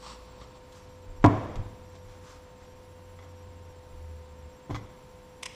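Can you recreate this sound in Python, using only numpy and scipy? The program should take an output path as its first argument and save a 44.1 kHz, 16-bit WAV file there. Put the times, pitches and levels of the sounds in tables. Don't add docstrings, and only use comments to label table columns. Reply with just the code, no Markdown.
import sys
import numpy as np
from scipy import signal
from scipy.fft import rfft, irfft
from scipy.io import wavfile
from scipy.ndimage import uniform_filter1d

SR = 44100
rng = np.random.default_rng(int(sys.argv[2]) if len(sys.argv) > 2 else 0)


def dump_mix(stems):
    frames = np.atleast_2d(stems).T
    limited = np.clip(frames, -1, 1)
    pcm = np.round(limited * 32767).astype(np.int16)
    wavfile.write(sys.argv[1], SR, pcm)


N = 244755
TIME = np.arange(N) / SR


def amp(db):
    return 10 ** (np.asarray(db) / 20)


def unit_rms(x):
    return x / np.sqrt(np.mean(x ** 2) + 1e-20)


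def value_at(points, hz):
    f, value = np.transpose(points)
    return np.interp(np.log(hz + 1), np.log(f + 1), value)


def add(mix, s, sound):
    start = round(s * SR)
    sound = sound[max(-start, 0):]
    part = mix[max(start, 0):][:len(sound)]
    part += sound[:len(part)]


def noise(colour, size, tilt=0):
    hz = np.fft.rfftfreq(size, 1 / SR)
    gain = amp(value_at(colour, hz) + tilt * np.log2(np.maximum(hz, colour[0][0])))
    phases = np.exp(2j * np.pi * rng.random(len(hz)))
    return unit_rms(irfft(gain * phases, size))


def drift(hz):
    low_pass = np.exp(-(np.fft.rfftfreq(N, 1 / SR) / hz) ** 2)
    return unit_rms(irfft(rfft(rng.standard_normal(N)) * low_pass, N))


def tone(hz):
    return np.sqrt(2) * np.sin(2 * np.pi * np.cumsum(hz) / SR)


def friction(strokes, colour, level_db, grain_db=1.0, grain_hz=120, arch=1.1):
    t, out = TIME[:SR], np.zeros(N)
    for s, length, db, tilt in strokes:
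        speed = abs(np.sin(np.pi * np.minimum(t / length, 1)))
        add(out, s, amp(db) * speed ** arch * noise(colour, SR, tilt))
    return amp(level_db + grain_db * drift(grain_hz)) * out


def ruler_scrapes():
    # start and length in seconds, level in dB, tilt in dB per octave.
    strokes = [(-.015, .2, -49, 0), (.12, .5, -59.5, -3.5), (.39, .08, -54, -2.5), (.54, .05, -61, 0)]
    # frequency in Hz, level in dB.
    colour = [(100, -2), (300, 1), (700, -1), (1080, 11.5), (1500, -3), (2600, -5), (4600, 1), (5050, -6),
              (5500, 1), (6300, -11), (8000, -4.5), (9500, -25), (15000, -32)]
    return friction(strokes, colour, level_db=2.5)


def hum(waver_db=0.07, air_db=-53):
    # frequency in Hz, rms level in dB, rms waver in Hz.
    partials = [(504.5, -55, 0.8), (922, -64, 7.3), (1000, -69.5, 7.2), (1054, -70.5, 5.9)]
    # frequency in Hz, level in dB.
    air = [(15, -14), (25, -0.5), (70, 1), (140, -4), (250, -7.5), (450, -10.5), (800, -14), (1300, -18.5),
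           (3000, -24.5), (6000, -30.5), (8200, -35), (10000, -38.5), (13000, -43.5), (15000, -48)]
    tones = sum(amp(db + waver_db * drift(6)) * tone(hz + waver * drift(19.6))
                for hz, db, waver in partials)
    return tones + amp(air_db) * noise(air, N)


def far_engine(waver_db=0.3):
    # time in seconds, firing rate in Hz, load in dB.
    run = [(0, 56.6, -.5), (.43, 57.5, -1.5), (.52, 58, -12), (.75, 88, -10), (1.1, 91, 1),
           (2.15, 90, -2.5), (2.5, 89.5, -14), (3.15, 90, .5), (3.72, 86.5, 1), (3.97, 80.3, -1.5),
           (4.48, 75.2, -2), (4.6, 71, -14), (4.9, 61, -9), (5.55, 59, -16)]
    # frequency and bandwidth in Hz, level in dB.
    room_modes = [(57, 5, -53), (75.7, 1.2, -49), (79.1, 2.0, -40.5), (88, 6, -51)]
    s, hz, load_db = np.transpose(run)
    firing_hz = np.interp(TIME, s, hz)
    response = sum(amp(db) / (1 + 2j * (firing_hz - mode_hz) / width) for mode_hz, width, db in room_modes)
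    load = amp(np.interp(TIME, s, load_db) + waver_db * drift(10))
    return tone(firing_hz) * abs(response) * load


def whine(pitch_hz=7470, level_db=-73, octave_db=-8, sag_hz=230, jitter_hz=35, flutter_db=2.0,
          bursts_hz=14.985, duty=.62):
    cycle = (TIME * bursts_hz - .27) % 1
    progress = np.clip(cycle / duty, 0, 1)
    gate = np.minimum(20 * np.minimum(progress, 1 - progress), 1)
    hz = pitch_hz - sag_hz * progress ** 7 + jitter_hz * drift(198)
    return gate * amp(level_db + flutter_db * drift(90)) * (tone(hz) + amp(octave_db) * tone(2 * hz))


def sizzle_and_beeps(beep_hz=5670, beep_db=-72.5, octave_db=-6, jitter_hz=40, sizzle_db=-73.5):
    # frequency in Hz, level in dB.
    colour = [(20, -60), (5300, -32), (5700, 8), (6100, -21), (10000, -23), (10500, 3), (11000, -15),
              (11700, -4), (12300, -26), (14200, -9), (15300, -12.5)]
    hz = beep_hz + jitter_hz * drift(400)
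    beep = amp(beep_db) * (tone(hz) + amp(octave_db) * tone(2 * hz))
    busy = drift(hz=3) > 0
    beeping = ~busy & (drift(hz=14) > .7)
    sizzle_gate, beep_gate = uniform_filter1d(1. * np.array([busy, beeping]), size=300)
    return beep_gate * beep + sizzle_gate * amp(sizzle_db) * noise(colour, N)


def clicks(contacts, colour, rise_ms=0.34):
    ms, out = 1000 * TIME[:SR // 5], np.zeros(N)
    for s, db, decay_ms, tilt in contacts:
        envelope = np.exp(-ms / decay_ms) * np.minimum(ms / rise_ms, 1)
        add(out, s, amp(db) * envelope * noise(colour, len(ms), tilt))
    return out


def ruler_ticks(full_force_decay_ms=1.8, doubling_db=19):
    # start in seconds, level in dB, tilt in dB per octave.
    landings = [(.4145, -46, -2), (.555, -57, -1), (.722, -55, 6), (1.229, -46, -2.5), (1.2421, -18, -3.5),
                (1.2447, -18, -3.5), (1.2492, -23, -2.5), (1.2605, -27.5, 0), (1.5565, -41.5, 0),
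                (1.952, -52, 1)]
    # frequency in Hz, level in dB.
    steel = [(200, -4), (700, 3.5), (1100, 5.5), (1600, -11), (2150, -1.5), (2700, -7.5), (3350, -2.5),
             (4100, -9), (6500, -12), (8500, -20.5), (10000, -32), (12000, -33), (15000, -44)]
    contacts = [(s, db, full_force_decay_ms * 2 ** (-db / doubling_db), tilt) for s, db, tilt in landings]
    return clicks(contacts, steel)


def bench_blows(panel_db=-18, panel_t60=.11, lowest_hz=64):
    # start in seconds, force in dB, contact time in ms (flesh long, steel short).
    blows = [(.415, -38, .25), (1.2418, -1.5, .1), (1.2461, -2, .1), (1.2490, 0, .12), (1.2581, -17, .075),
             (1.561, -21, .8), (1.585, -13, 1.9), (2.066, -27, 2.1), (4.695, -24, .23), (4.7011, -27, .19),
             (4.7088, -18.5, .2), (4.7165, -29, .22), (4.732, -15, 3.2), (4.7465, -27, .11)]
    # frequency in Hz, level in dB, T60 in seconds.
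    modes = [(62.8, -28, .45), (94.8, -11.5, 0.23), (105.8, -14.5, 0.45), (134.2, -23, .3), (167, -25, .15),
             (183.7, -23, 0.39), (203.5, -25.5, 0.21), (258.7, -22, 0.19), (292.4, -19.5, .27),
             (306.3, -28.5, 0.27), (559, -30, 0.17), (675, -21, 0.06), (745, -10, .018), (986, -16, 0.07),
             (1088, -32, 0.22), (1372, -35.5, .09), (1760, -43, .1), (2010, -39, .07)]
    # frequency in Hz, level in dB.
    panel_colour = [(60, -24), (200, 1), (300, -6), (420, -21), (540, -3), (700, 1.5), (860, -4), (1030, 8),
                    (1220, -21), (1380, -14), (1600, -24), (2300, -9.5), (4000, -28), (9000, -40)]
    t, out = TIME[:SR], np.zeros(N)
    ring = sum(amp(db - 60 * t / t60) * np.cos(2 * np.pi * hz * t) for hz, db, t60 in modes)
    for s, db, contact_ms in blows:
        push = np.exp(-.5 * (1000 * t / contact_ms - 4) ** 2)
        panel = noise(panel_colour, SR) * amp(panel_db - 60 * t / panel_t60)
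        add(out, s, amp(db) * signal.fftconvolve(push / push.sum(), ring + panel)[:SR])
    return signal.sosfilt(signal.butter(2, lowest_hz, "high", fs=SR, output="sos"), out)


def hand_brushes():
    # start and length in seconds, level in dB, tilt in dB per octave.
    strokes = [(.6, .38, -65, -.5), (.72, .1, -60, 1.5), (1.87, .14, -67, 0), (2.02, .2, -61, -1.5),
               (2.2, .2, -55.5, -.3), (2.57, .12, -63, -1.5)]
    # frequency in Hz, level in dB.
    colour = [(100, -8), (300, 1), (700, -3), (1100, 11), (2000, 0), (3200, -0.5), (6200, -0.5), (8300, -7),
              (10000, -21), (15000, -30)]
    return friction(strokes, colour, level_db=0.5)


def bench_rocking(rise_s=.06, settle_s=.05):
    # start and length in seconds, level in dB.
    leans = [(1.035, .19, -42), (1.53, .09, -37), (2.02, .05, -46.5), (3.89, .06, -46), (4.69, .08, -42)]
    # frequency in Hz, level in dB.
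    colour = [(10, -26), (25, -9.5), (38, -6.5), (55, -25.5), (100, -33), (300, -41), (1000, -100)]
    weight = np.zeros(N)
    for s, length, db in leans:
        rise = np.clip((TIME - s) / rise_s, 0, 1)
        settle = np.exp(-np.maximum(TIME - s - length, 0) / settle_s)
        weight += amp(db) * rise * settle
    return noise(colour, N) * weight


def ruler_nudge_and_marker_pickup():
    # start in seconds, level in dB, click decay in ms, tilt in dB per octave.
    knocks = [(3.189, -48.5, 9, -6.5), (3.225, -55, 55, -5.5), (4.7014, -50, 29, -6),
              (4.7055, -47.5, 40, -3), (4.7455, -37.5, 9, -5), (4.7516, -38, 14, -4),
              (4.760, -40.5, 8, -3.5)]
    # frequency in Hz, level in dB.
    colour = [(200, -25), (700, -8), (1100, 4), (1450, -4), (1850, -5), (2100, -3), (2600, -13),
              (3350, -1.5), (3900, -7.5), (6500, -7.5), (8500, -20), (15000, -25)]
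    # frequency in Hz, level in dB relative to the knock, T60 in seconds.
    modes = [(790, -11, .08), (1060, -7, .1), (2030, -2.5, .11), (2190, -4, .07), (3340, -6.5, .08)]
    t, out = TIME[:SR // 2], clicks(knocks, colour)
    lowest_hz = modes[0][0]
    for s, db, _, tilt in knocks:
        for hz, mode_db, t60 in modes:
            ring_db = db + mode_db + .5 * tilt * np.log2(hz / lowest_hz)
            add(out, s, amp(ring_db - 60 * t / t60) * np.sin(2 * np.pi * hz * t))
    return out


def cap_snaps(decay_ms=2.9):
    # start in seconds, level in dB, tilt in dB per octave.
    slips = [(5.426, -45, -3), (5.4298, -31.5, -2), (5.4322, -29.5, -.5), (5.438, -38, -1),
             (5.456, -34, -4), (5.458, -29.5, -1), (5.4622, -29, -2)]
    # frequency in Hz, level in dB.
    plastic = [(300, -26), (800, -10), (1050, 3), (1400, -22), (1900, 2), (2400, 2), (2700, 3), (3300, 2),
               (4400, -8), (5500, 2), (7000, -4), (8600, -2), (11500, -17), (15000, -40)]
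    return clicks([(s, db, decay_ms, tilt) for s, db, tilt in slips], plastic)


def garage_echo(x, size=512, delay_frames=3):
    # frequency in Hz, T60 in seconds.
    t60 = [(80, 1.6), (300, 0.9), (700, 1), (2000, 1), (5000, 1.8), (9000, 1), (15000, .3)]
    # frequency in Hz, level in dB.
    levels = [(60, -17.5), (200, -13.5), (350, -11.5), (520, -3), (720, -8.5), (1000, -9.5), (2500, -6.5),
              (7000, -9.5), (14000, -25)]
    frames = dict(fs=SR, nperseg=size, noverlap=size * 3 // 4)
    hz, t, direct = signal.stft(x, **frames)
    retained = amp(-60 * t[1] / value_at(t60, hz)) ** 2
    stored = np.zeros(direct.shape)
    for k in range(delay_frames, len(t)):
        arriving = abs(direct[:, k - delay_frames]) ** 2
        stored[:, k] = retained * stored[:, k - 1] + (1 - retained) * arriving
    diffuse = signal.stft(rng.standard_normal(N), **frames)[2]
    echo = diffuse / diffuse.std() * np.sqrt(stored) * amp(value_at(levels, hz))[:, None]
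    return signal.istft(echo, **frames)[1][:N]


def scene(knock_echo_db=-4):
    ruler = bench_blows() + ruler_ticks() + ruler_scrapes()
    work = ruler + hand_brushes() + cap_snaps()
    knocks = ruler_nudge_and_marker_pickup()
    echo = garage_echo(work + amp(knock_echo_db) * knocks)
    rumble = bench_rocking()
    background = far_engine() + hum() + whine() + sizzle_and_beeps()
    return (work + knocks + echo + rumble + background)[None]


def record(dry, cutoff_hz=15350):
    low_pass = signal.firwin(511, cutoff_hz, window=("kaiser", 9), fs=SR)
    return signal.oaconvolve(np.clip(dry, -1, 1), low_pass[None], "same")


dry = scene()
out = record(dry)
dump_mix(out)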